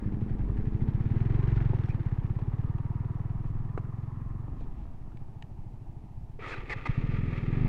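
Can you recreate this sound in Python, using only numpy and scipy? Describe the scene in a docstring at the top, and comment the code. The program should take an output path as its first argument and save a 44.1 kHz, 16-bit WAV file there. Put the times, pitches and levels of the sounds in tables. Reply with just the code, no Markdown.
"""A forest track, heard at a rider's helmet microphone among three single-cylinder motorcycles.
Far ahead one speeds off as sharp pops along its pipe; the one alongside revs up and rides away, its firings
puffing through pipe and silencer under noises gated by the cycle. Close by, gloves snap and a switch clicks
as ringing modes and noise. Then the rider's starter whines and grinds as it cranks, and the engine catches.
A light breeze, low noise swelling in gusts, rumbles on the microphone over a faint forest hiss."""
import sys
import numpy as np
from scipy import signal
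from scipy.fft import rfft, irfft, next_fast_len
from scipy.io import wavfile
from scipy.ndimage import uniform_filter1d, map_coordinates

SR = 44100
rng = np.random.default_rng(int(sys.argv[2]) if len(sys.argv) > 2 else 0)


def dump(signal):
    """Clip the signal to [-1, 1] and save it as 16-bit WAV at the path in sys.argv[1]."""
    limited = np.clip(np.atleast_2d(signal).T, -1, 1)
    pcm = np.round(limited * 32767).astype(np.int16)
    wavfile.write(sys.argv[1], SR, pcm)


N = 338688
TIME = np.arange(N) / SR


def amp(db):
    """Decibels to gain."""
    return 10 ** (np.asarray(db) / 20)


def unit(x):
    """Scaled to rms 1."""
    return x / np.sqrt(np.mean(x ** 2) + 1e-20)


def curves(rows):
    """One value per sample for each column after the time."""
    s, *columns = np.transpose(rows)
    return [np.interp(TIME, s, column) for column in columns]


def ramp(s, length):
    """0 before s, 1 from length seconds later."""
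    return np.clip((TIME - s) / length, 0, 1)


def bell(x):
    """A bell of height 1 and standard deviation 1 around zero."""
    return np.exp(-.5 * x ** 2)


def bump(s, width):
    """A bell in time, of height 1 around s."""
    return bell((TIME - s) / width)


def wobble(rate):
    """A smooth random curve, rate knots a second."""
    knots = rng.standard_normal(int(N * rate / SR) + 4)
    return map_coordinates(knots, [TIME * rate])


def filtered(x, response):
    """x times a complex response of frequency."""
    m = next_fast_len(N + SR // 2)
    return irfft(rfft(x, m) * response(np.fft.rfftfreq(m, 1 / SR)), m)[..., :N]


def noise(spectrum, flutter_db=1.5):
    """Coloured noise of rms 1 whose level flutters; only the shape of the spectrum counts."""
    f, db = np.transpose(spectrum)

    def colour(hz):
        return amp(np.interp(np.log(hz + 1), np.log(f + 1), db, -120, -120))

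    return unit(filtered(rng.standard_normal(N) * amp(flutter_db * wobble(45)), colour))


def add(track, s, sound):
    """Mixes a sound in at s seconds."""
    part = track[round(s * SR):][:len(sound)]
    part += sound[:len(part)]


def strike(modes, t):
    """One blow on decaying modes, each a little stronger or weaker than usual."""
    ring = 0
    for hz, db, t60 in modes:
        ring = ring + amp(db + rng.normal(0, 1.7) - 60 * t / t60) * np.sin(2 * np.pi * hz * t)
    return ring * (1 - np.exp(-t / 0.00041))


def crank(speed, scatter_db):
    """One impulse per firing, sized for steady power at any speed, and the cycle count."""
    rate = curves(speed)[0]
    cycles = np.cumsum(rate * (TIME >= speed[0][0])) / SR
    fires = np.diff(np.where(cycles > 0, np.floor(cycles), -1), prepend=-1) > 0
    return fires * amp(scatter_db * wobble(40)) / np.sqrt(rate), cycles


def gate(cycles, depth, at):
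    """Swells once a cycle around phase at; mean power 1."""
    return unit(np.exp(depth * np.cos(2 * np.pi * (cycles - at))))


def burst(cycles, at, fall_db):
    """Jumps up once a cycle at phase at and dies away by fall_db until the next; mean power 1."""
    return unit(uniform_filter1d(amp(-fall_db * ((cycles - at) % 1)), size=60))


def orders(cycles, table, waver_db=3.5, blur=0):
    """Tones locked to the crankshaft (gear teeth, cam lobes), a little unsteady."""
    total = 0
    for k, db in table:
        level = amp(db + waver_db * wobble(7.2)) * np.sqrt(2)
        phase = 2 * np.pi * k * cycles + 0.16 * wobble(9.8) + blur * wobble(30)
        total = total + level * np.sin(phase)
    return total


def pop(fires):
    """A short suck, then a sharp puff centred on each firing; peak about 1."""
    u = (TIME[:SR // 50] - .01) / .0007  # time in puff widths of 0.7 ms
    shape = bell(u) - .8 * bell((u + 2.8) / 1.4) - .3 * bell((u - 3) / 1.5)
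    return signal.fftconvolve(fires, shape)[SR // 100:][:N]


# A small puff as the valve cracks open: (time before the suck [s], share of a full puff)
FORERUNNER_PUFF = (.0058, .2)


def exhaust(fires, echo, width, puff, pipe, box_hz, box_db, box_t60):
    """Each firing is a suck and a puff; the pipe returns them, then the silencer box breathes out slowly."""
    t = np.arange(SR // 8) / SR - .01

    def lobe(at, wide):
        return bell((t - at) / wide)

    late = np.maximum(t - pipe - width, 0)
    breath = amp(box_db - 60 * late / box_t60) * np.sin(2 * np.pi * box_hz * late)
    first = puff * lobe(2 * width, 0.64 * width) - 1.154 * lobe(0, 0.66 * width)
    first += breath - .65 * lobe(pipe, 0.71 * width)
    lead_s, share = FORERUNNER_PUFF
    first += share * lobe(-lead_s, .55 * width)
    back = lobe(pipe + 2 * width, width) - 0.32 * lobe(2 * pipe, 2.0 * width)
    back += 0.043 * lobe(2.5 * pipe, width)
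    both = signal.fftconvolve(fires, first) + signal.fftconvolve(fires * echo, back)
    return 9.97 * both[SR // 100:][:N]


def resonances(x, modes, dull_hz):
    """x rings through modes of alternating sign; little above dull_hz leaves the pipe."""
    def response(f):
        ring = 0
        for k, (centre, width, db) in enumerate(modes):
            ring = ring + (-1) ** k * amp(db) * 1j * f * width / (centre ** 2 - f * f + 1j * f * width)
        return ring / (1 + 1j * f / dull_hz) ** 3

    return filtered(x, response)


# Header pipe of the two nearer bikes: (frequency [Hz], width [Hz], level [dB])
HEADER_MODES = [(284, 47, -0.5), (403, 57, -1)]
# Turbulent gas in the header: (frequency [Hz], relative density [dB])
RASP_SPECTRUM = [(60, -43.5), (180, -2), (270, -2.5), (400, -7.5), (520, -15), (900, -35.5)]


def rasp(fires, cycles, lead, rough):
    """The valve's opening rings the header pipe a moment before the puff; turbulent gas blurs the ring."""
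    ring = unit(resonances(np.roll(fires, -round(lead * SR)), HEADER_MODES, dull_hz=870))
    gas = gate(cycles, depth=0.13, at=0.77) * noise(RASP_SPECTRUM)
    return np.sqrt(1 - rough) * ring + np.sqrt(rough) * gas


# Wind on the microphone: (frequency [Hz], relative density [dB])
BUFFET_SPECTRUM = [(5, -5), (12, -2.5), (25, -10), (50, -14), (120, -20.5), (220, -29), (350, -37),
                   (600, -80.5)]
# Hiss of the forest: (frequency [Hz], relative density [dB])
FOREST_SPECTRUM = [(300, -19.5), (500, -17.5), (750, -8.5), (1000, -23.5), (1500, -25), (2500, -24.5),
                   (3500, -31.5), (5000, -33.5), (8000, -37.5), (12000, -40), (15800, -45.5)]
# Gusts: (time [s], half length [s], gain [dB])
WIND_GUSTS = [(3.497, 0.15, 5.5), (4.627, 0.14, 6), (6.7, 0.11, 3.5)]


def air():
    """Lumpy wind on the microphone, easing off between gusts, over the faint hiss of the forest."""
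    wind_db = -34.5 - 1.1 * TIME + 0.86 * wobble(4.2)  # eases by 1.1 dB a second
    wind_db += sum(db * bump(s, half) for s, half, db in WIND_GUSTS)
    return amp(wind_db) * noise(BUFFET_SPECTRUM) + amp(-70) * noise(FOREST_SPECTRUM, flutter_db=0.1)


# Engine of the bike far ahead: (time [s], firing rate [1/s])
LEADER_RATE = [(.024, 20.2), (.197, 21.4), (.417, 23.9), (.55, 24.4), (.71, 24.8), (.797, 26.3),
               (.927, 29.3), (1.05, 31), (1.6, 33)]
# Round trip of its pipe, shorter as the gas heats: (time [s], round trip [s])
LEADER_PIPE_TRIP = [(0.05, .0101), (.35, .0095), (.9, .0091)]
# Its tones: (multiple of the firing rate, relative level [dB])
LEADER_TONES = [(2, 0), (9, -3), (13, -17), (17, -21)]
# Fading as it draws away: (start time [s], added loss [dB/s])
LEADER_LOSS = [(.5, 9.2), (1.2, 55)]


def leader():
    """The bike far ahead: sharp pops that bounce along its pipe, over faint tones that swell and stop."""
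    fires, cycles = crank(LEADER_RATE, scatter_db=.7)
    at = np.flatnonzero(fires)
    trip = curves(LEADER_PIPE_TRIP)[0][at] * SR
    halfway = .2 * np.clip(at / SR + .4, 0, 1)  # the halfway echo grows over the first 0.6 s
    bounces = np.zeros(N + SR)
    for half in range(9):
        share = .58 ** (half // 2) * (halfway if half % 2 else 1)
        arrival = at + np.round(half * trip / 2 + .003 * SR).astype(int)
        bounces[arrival] += share * fires[at]
    singing = .3 + .7 * ramp(.2, .25) - ramp(.82, .13)
    level_db = -36.5 - sum(loss_db * np.maximum(TIME - s, 0) for s, loss_db in LEADER_LOSS)
    return amp(level_db) * (unit(pop(bounces)) + singing * orders(cycles, LEADER_TONES))


# Engine of the bike alongside: (time [s], firing rate [1/s])
NEIGHBOUR_RATE = [(0.0624, 12.71), (0.45, 10.45), (0.63, 11.64), (1.33, 22.82), (1.69, 22.56),
                  (2.07, 16.27), (2.45, 17.14), (2.63, 18.97), (3.14, 20.26), (3.45, 19.91), (4.55, 22.85),
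                  (4.8, 13.47), (5.03, 15.05), (5.24, 13.78), (5.8, 12.93), (6.05, 13.97), (6.38, 18.1),
                  (6.9, 15.7)]
# Louder on the throttle, falling with distance, faint as the throttle shuts: (time [s], exhaust drive [dB])
NEIGHBOUR_DRIVE = [(0.06, -32.5), (0.4, -32.5), (1.15, -24.5), (1.65, -24.5), (2.0, -28), (2.56, -28),
                   (3.0, -30), (4.46, -36), (4.69, -47.5), (4.95, -48), (5.3, -43), (6.38, -46),
                   (7.68, -53)]
# Its tones: (multiple of the firing rate, level against the rasp [dB])
NEIGHBOUR_TONES = [(2, 10), (10, -8), (15, -15), (17, -15), (18, -12), (46, -21)]
# Gear whine rising with the hiss: (multiple of the firing rate, level against the hiss [dB])
GEAR_TONES = [(48, -5)]
# Engine clatter, also the rider's own intake roar: (frequency [Hz], relative density [dB])
CLATTER_SPECTRUM = [(400, -36), (560, -12.5), (660, -6.5), (800, -2), (950, -5.5), (1200, -18), (2000, -38)]
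# Engine ticking: (frequency [Hz], relative density [dB])
TICKING_SPECTRUM = [(900, -34), (1300, -5.5), (1560, -5), (1780, -4), (2300, -9.5), (2750, -14.5),
                    (3700, -21.5), (4850, -29.5), (5600, -31.5), (7000, -39), (11000, -55.5)]
# Engine hiss near 1 kHz: (frequency [Hz], relative density [dB])
HISS_SPECTRUM = [(700, -35), (950, -3.5), (1100, -2), (1250, -3), (1500, -17.5), (1750, -13.5), (1950, -16),
                 (2300, -25), (3000, -34)]
# The hiss is lifted by the ground reflection, then sinks:
# (rise time [s], rise length [s], sink time [s], sink length [s], hiss gain [dB])
HISS_LIFT = (1.9, 0.87, 4.27, 1.3, 7.24)
BLIP_S = 1.476  # the throttle is blipped


def riding_off(standing_db, blip_db, loss_db):
    """Gain of a noise that swells with the blip and fades, loss_db a second, as the bike leaves."""
    return amp(standing_db + blip_db * bump(BLIP_S, 0.38) - loss_db * np.maximum(TIME - 2.15, 0))


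def neighbour():
    """The bike alongside: exhaust beats, rasp, clatter, hiss and ticks, all timed by its strokes."""
    # the share of the pipe echo grows with each firing a second above 19
    echo = np.clip(.36 + .2 * np.maximum(curves(NEIGHBOUR_RATE)[0] - 19, 0), 0, 1)
    fires, cycles = crank(NEIGHBOUR_RATE, scatter_db=.5)
    strokes = fires * amp(curves(NEIGHBOUR_DRIVE)[0])
    beats = exhaust(strokes, echo, width=0.0019, puff=1.165, pipe=0.00823,
                    box_hz=34.3, box_db=-9.5, box_t60=0.21)
    revving = bump(BLIP_S, 0.24)  # the gears sing at the top of the blip
    header = rasp(fires, cycles, lead=.009, rough=.85 - .3 * revving)
    header += revving * orders(cycles, NEIGHBOUR_TONES)
    clatter = gate(cycles, depth=0.17, at=.9) * noise(CLATTER_SPECTRUM)
    rise_s, rise_length, sink_s, sink_length, lift_db = HISS_LIFT
    lifted = ramp(rise_s, rise_length)
    hiss = gate(cycles, depth=0.075, at=0.93) * noise(HISS_SPECTRUM)
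    hiss += lifted * orders(cycles, GEAR_TONES, blur=2.5)
    hiss *= amp(lift_db * (lifted - 2 * ramp(sink_s, sink_length)))  # ends as far below as it rose
    ticks = burst(cycles, at=.77, fall_db=8) * noise(TICKING_SPECTRUM, flutter_db=1.2)
    ticks *= amp(2.2 * wobble(300))
    out = beats + riding_off(standing_db=-49, blip_db=5.5, loss_db=3.1) * header
    out += riding_off(standing_db=-59, blip_db=5, loss_db=1.5) * clatter
    out += riding_off(standing_db=-65.5, blip_db=7.4, loss_db=1.5) * hiss
    out += riding_off(standing_db=-64.5, blip_db=9.3, loss_db=5) * ticks
    return out


# Glove snaps and pats: (time [s], level [dB], knock [Hz], pat over snap [dB], crispness [dB])
GLOVE_TOUCHES = [(0.497, -43, 1060, -8, -15), (1.476, -41.5, 1110, -6, -11), (1.734, -31.5, 795, 9, -28),
                 (2.39, -40, 950, 11, -8), (2.783, -41.5, 1040, -25, -8.5), (3.777, -25, 1200, 4, -20),
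                 (3.852, -43, 1400, -5, -21), (4.482, -43.5, 900, 12, -23), (4.61, -49, 700, 19, -8),
                 (4.855, -43.5, 1020, -5, -30), (5.119, -48.5, 1360, -16, -11), (5.283, -55, 900, -12, -30)]
# Handlebar switch: (time [s], level [dB], crispness [dB])
SWITCH_CLICKS = [(5.172, -54.5, -2), (5.424, -42.5, -1)]
# Its resonances: (frequency [Hz], level [dB], t60 [s])
SWITCH_RING = [(860, -3, .03), (1800, 0, .016), (2250, -1, .016), (2900, -3, .012), (3900, -8, .01),
               (4500, -10, .01)]
# Small metal ticks from the bike pulling away: (time [s], level [dB])
METAL_TICKS = [(1.859, -56), (1.891, -51), (1.905, -55), (1.946, -63.5)]
# Their resonances: (frequency [Hz], level [dB], t60 [s])
METAL_RING = [(1920, 7, 0.021), (2600, 1, .01), (4000, -2.5, 0.008), (5440, -2, 0.01), (7600, -12, .005)]
# Glove cloth rubbing: (time [s], half length [s], level [dB])
CLOTH_RUSTLES = [(1.89, .03, -69.5), (3.463, .03, -74.5), (4.61, 0.027, -73), (4.79, 0.067, -76)]
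# A brake or lever squeaks: (time [s], length [s], frequency [Hz], level [dB])
LEVER_SQUEAK = (1.892, .04, 2420, -50)
# Glove cloth, also part of the starter's grind: (frequency [Hz], relative density [dB])
CLOTH_SPECTRUM = [(500, -15.5), (800, 12.5), (1200, 1.5), (1800, -12.5), (2600, -28.5), (4000, -55)]
# Palm pat, also the starter's crankcase drone: (frequency [Hz], relative density [dB])
PALM_SPECTRUM = [(120, -25.5), (300, 10.5), (550, -9), (900, -26), (1500, -49.5)]
# Crisp edge of cloth and switch: (frequency [Hz], relative density [dB])
CRISP_SPECTRUM = [(1500, -14.5), (2500, 4), (5000, -14.5), (8000, -19), (11000, -42)]


def handling():
    """Gloves snap and pat, a switch clicks, metal ticks and something squeaks."""
    out, t = np.zeros(N), TIME[:SR // 10]
    cloth, palm, crisp = noise(CLOTH_SPECTRUM), noise(PALM_SPECTRUM), noise(CRISP_SPECTRUM)

    def soft(rise, t60):
        return amp(-60 * t / t60) * np.sin(np.pi / 2 * np.clip(t / rise, 0, 1)) ** 2

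    def tone(hz):
        return np.sin(2 * np.pi * hz * t)

    for s, db, knock_hz, pat_db, crisp_db in GLOVE_TOUCHES:
        i = round(s * SR)
        snap = cloth[i:][:len(t)] + amp(crisp_db) * crisp[i:][:len(t)]
        knock = tone(knock_hz) + .5 * tone(.75 * knock_hz) + .12 * tone(1.85 * knock_hz)
        knock = soft(.001, .013) * (knock - amp(pat_db) * tone(320))  # with the palm's thud
        tail = soft(.001, .05) * snap + amp(pat_db) * soft(.002, .05) * palm[i:][:len(t)]
        add(out, s - .0005, amp(db) * (knock + amp(-12) * tail))
    for s, db, crisp_db in SWITCH_CLICKS:
        edge = amp(crisp_db) * soft(0.00045, 0.013) * crisp[round(s * SR):][:len(t)]
        add(out, s, amp(db) * (strike(SWITCH_RING, t) + edge))
    for s, db in METAL_TICKS:
        add(out, s, amp(db) * strike(METAL_RING, t))
    rubbing = sum(amp(db) * bump(s, half) for s, half, db in CLOTH_RUSTLES)
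    out += rubbing * amp(2.7 * wobble(200)) * crisp
    s, length, hz, db = LEVER_SQUEAK
    t = TIME[:round(length * SR)]
    squeak = np.sin(2 * np.pi * hz * t + 2.0 * wobble(180)[:len(t)])
    add(out, s, amp(db) * np.sin(np.pi * np.sqrt(t / length)) * squeak)
    return out


# Relay clunk: (time [s], frequency [Hz], level [dB], t60 [s])
RELAY_CLUNK = (6.39, 430, -29, .035)
# The case booms as the gears take and drop load: (time [s], frequency [Hz], level [dB], t60 [s])
CASE_BOOMS = [(6.558, 390, -37, .07), (6.626, 400, -38, .04), (6.872, 290, -31, .07)]
# Gear teeth sing in short glides while spinning up and on each compression:
# (start time [s], length [s], first pitch [Hz], last pitch [Hz], whine level [dB], grind level [dB])
TOOTH_WHINES = [(6.419, 0.055, 1320, 1186, -46, -59), (6.422, 0.031, 1835, 2070, -45.5, -64),
                (6.476, 0.059, 3840, 4720, -65, -51), (6.484, 0.018, 7040, 7350, -69, -75),
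                (6.498, 0.016, 5150, 5340, -68, -73), (6.514, 0.039, 1810, 1280, -42.5, -55),
                (6.519, 0.037, 2590, 2480, -44, -65), (6.556, 0.016, 3870, 4020, -58, -58),
                (6.695, 0.046, 2250, 1734, -35.5, -43), (6.697, .018, 1800, 1750, -43, -55),
                (6.718, .016, 2600, 2500, -45, -60), (6.724, 0.018, 883, 800, -44, -59),
                (6.858, 0.019, 2120, 1930, -39.5, -42)]
# The pinion is kicked out of the ring gear and rebounds: (time [s], level [dB])
PINION_CLACKS = [(6.855, -34), (6.8575, -33), (6.864, -33), (6.869, -38)]
# Its resonances: (frequency [Hz], level [dB], t60 [s])
PINION_RING = [(560, -6, .03), (947, 0, .03), (1206, 0, .03), (1650, -5, .02), (2067, -1, .04),
               (2476, -2, .022), (2923, -13, .02), (4414, -15, .015)]
# The rider's engine case, for gear mesh and engine clatter: (frequency [Hz], relative density [dB])
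CASING_SPECTRUM = [(350, -9), (500, -12), (630, -19), (790, -18.5), (916, -14), (1050, -24), (1180, -9),
                   (1560, -20.5), (1780, -13), (2180, -13.5), (2600, -15.5), (2900, -26.5), (3280, -25.5),
                   (3800, -31), (5000, -40), (6000, -47.5), (6720, -46.5), (8000, -57.5), (11000, -66.5)]
# Pinion sheen: (frequency [Hz], relative density [dB])
SHEEN_SPECTRUM = [(2500, -42), (3300, 3.5), (4500, -1), (7000, -11), (9500, -18.5), (11000, -39)]
# The sheen thins as the teeth load up: (time [s], half length [s], depth [dB])
SHEEN_THINNING = (6.54, 0.014, 8)
ENGAGE_S, BITE_S, RELEASE_S = 6.39, 6.555, 6.9  # the pinion meets the ring gear, takes the load, lets go


def starter():
    """A relay clunks, the gears spin up and bite; the motor whines in short glides, some rising, some falling."""
    held = 1 - ramp(RELEASE_S, 0.058)
    free = 1 - ramp(BITE_S - .012, .012)
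    mesh_db = -50 + 9.5 * free * ramp(ENGAGE_S, BITE_S - ENGAGE_S)  # rises while spinning up
    teeth = amp(2.2 * wobble(330) + .8 * wobble(60))  # grainy, uneven engagement
    attack = 0.36 * ramp(ENGAGE_S, 0.0016) + 0.61 * ramp(ENGAGE_S, 0.022)
    mesh = attack * amp(mesh_db) * noise(CASING_SPECTRUM) * teeth
    dip_s, dip_half_s, dip_db = SHEEN_THINNING
    sheen_db = -60.5 - dip_db * bump(dip_s, dip_half_s)
    sheen_db -= (1 - free) * (16 + 34 * (TIME - BITE_S))  # drops 16 dB at the bite, then 34 dB a second
    sheen = ramp(6.43, .07) * amp(sheen_db) * noise(SHEEN_SPECTRUM, flutter_db=2.0)
    drone = ramp(ENGAGE_S, 0.039) * amp(-53) * noise(PALM_SPECTRUM)
    out = held * (mesh + sheen + drone)
    grind = noise(CASING_SPECTRUM) + 0.19 * noise(SHEEN_SPECTRUM) + 0.35 * noise(CLOTH_SPECTRUM)
    for s, length, first_hz, last_hz, whine_db, grind_db in TOOTH_WHINES:
        u = np.arange(round(length * SR)) / (length * SR)
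        jitter = wobble(478)  # uneven teeth
        shape = np.clip(60 * u, 0, 1) * np.clip(7 * (1 - u), 0, 1)
        pitch_hz = first_hz + (last_hz - first_hz) * u ** 1.7
        whine = np.sin(2 * np.pi * np.cumsum(pitch_hz) / SR + .6 * jitter[:len(u)])
        whine *= (.5 + u) * amp(3 * jitter[-len(u):])
        grinding = grind[round(s * SR):][:len(u)]
        add(out, s, shape * (amp(whine_db) * whine + amp(grind_db) * grinding))
    t = TIME[:SR // 20]
    for s, hz, db, t60 in [RELAY_CLUNK, *CASE_BOOMS]:
        add(out, s, amp(db - 60 * t / t60) * np.sin(2 * np.pi * hz * t) * (1 - np.exp(-t / .003)))
    for s, db in PINION_CLACKS:
        add(out, s, amp(db) * strike(PINION_RING, t))
    return out


# The rider's own engine: (time [s], firing rate [1/s])
OWN_RATE = [(6.8961, 9.09), (6.98, 14.74), (7.09, 20.83), (7.23, 21.39), (7.43, 19.34), (7.49, 20.12),
            (7.68, 29.78)]
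# Its loudness: (time [s], exhaust drive [dB], rasp drive [dB])
OWN_DRIVE = [(6.89, -27.5, -59.5), (7.0, -26.5, -42), (7.1, -26.5, -44), (7.25, -29, -42), (7.42, -31, -44),
             (7.5, -26, -40), (7.68, -23.5, -39)]
# Unfired strokes breathing through the exhaust while cranking: (time [s], exhaust drive [dB])
UNFIRED_PUFFS = [(6.583, -52), (6.763, -51)]
# Small pops as the valves open and shut: (time after the firing [s], level against the rasp drive [dB])
VALVE_SNAPS = [(.0027, 10), (.0105, 8), (.0225, 12)]
# Its tones: (multiple of the firing rate, level against the rasp drive [dB])
OWN_TONES = [(4, 4), (13, -13), (16, -11), (21, -14)]
THROTTLE_S = 7.45  # the throttle opens


def own_engine():
    """Breathes unfired while cranked, catches and settles, then the throttle opens and the intake roars."""
    level_db, rasp_db = curves(OWN_DRIVE)
    fires, cycles = crank(OWN_RATE, scatter_db=.4)
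    strokes = fires * amp(level_db)
    for s, db in UNFIRED_PUFFS:
        strokes[round(s * SR)] = amp(db)
    echo = 0.34 + 0.2 * ramp(THROTTLE_S + 0.072, 0.07)  # more pipe echo on the throttle
    beats = exhaust(strokes, echo, width=0.0018, puff=0.54, pipe=0.0073,
                    box_hz=26.0, box_db=-2.5, box_t60=0.13)
    valves = sum(amp(db + 2 * wobble(25)) * np.roll(fires > 0, round(s * SR)) for s, db in VALVE_SNAPS)
    # the tones sing once it runs evenly, until the throttle opens
    settling = ramp(7.05, .1) - .7 * ramp(7.42, .08)
    header = .6 * rasp(fires, cycles, lead=.002, rough=.97) + pop(valves)
    header = amp(rasp_db) * (header + settling * orders(cycles, OWN_TONES))
    clatter = amp(-49) * gate(2 * cycles, depth=0.17, at=0.25) * noise(CASING_SPECTRUM, flutter_db=1.65)
    intake = amp(-50) * ramp(THROTTLE_S, 0.28) * gate(cycles, depth=0.21, at=0.31) * noise(CLATTER_SPECTRUM)
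    return beats + (header + clatter + intake) * ramp(OWN_RATE[0][0], 0.0091)


def scene():
    """Everything reaches one microphone."""
    return (air() + leader() + neighbour() + handling() + starter() + own_engine())[None]


def record(dry):
    """The microphone passes no steady pressure (8 Hz corner) and nothing above 15740 Hz."""
    return filtered(dry, lambda hz: 1j * hz / (8 + 1j * hz) * (hz < 15740))


dry = scene()
out = record(dry)
dump(out)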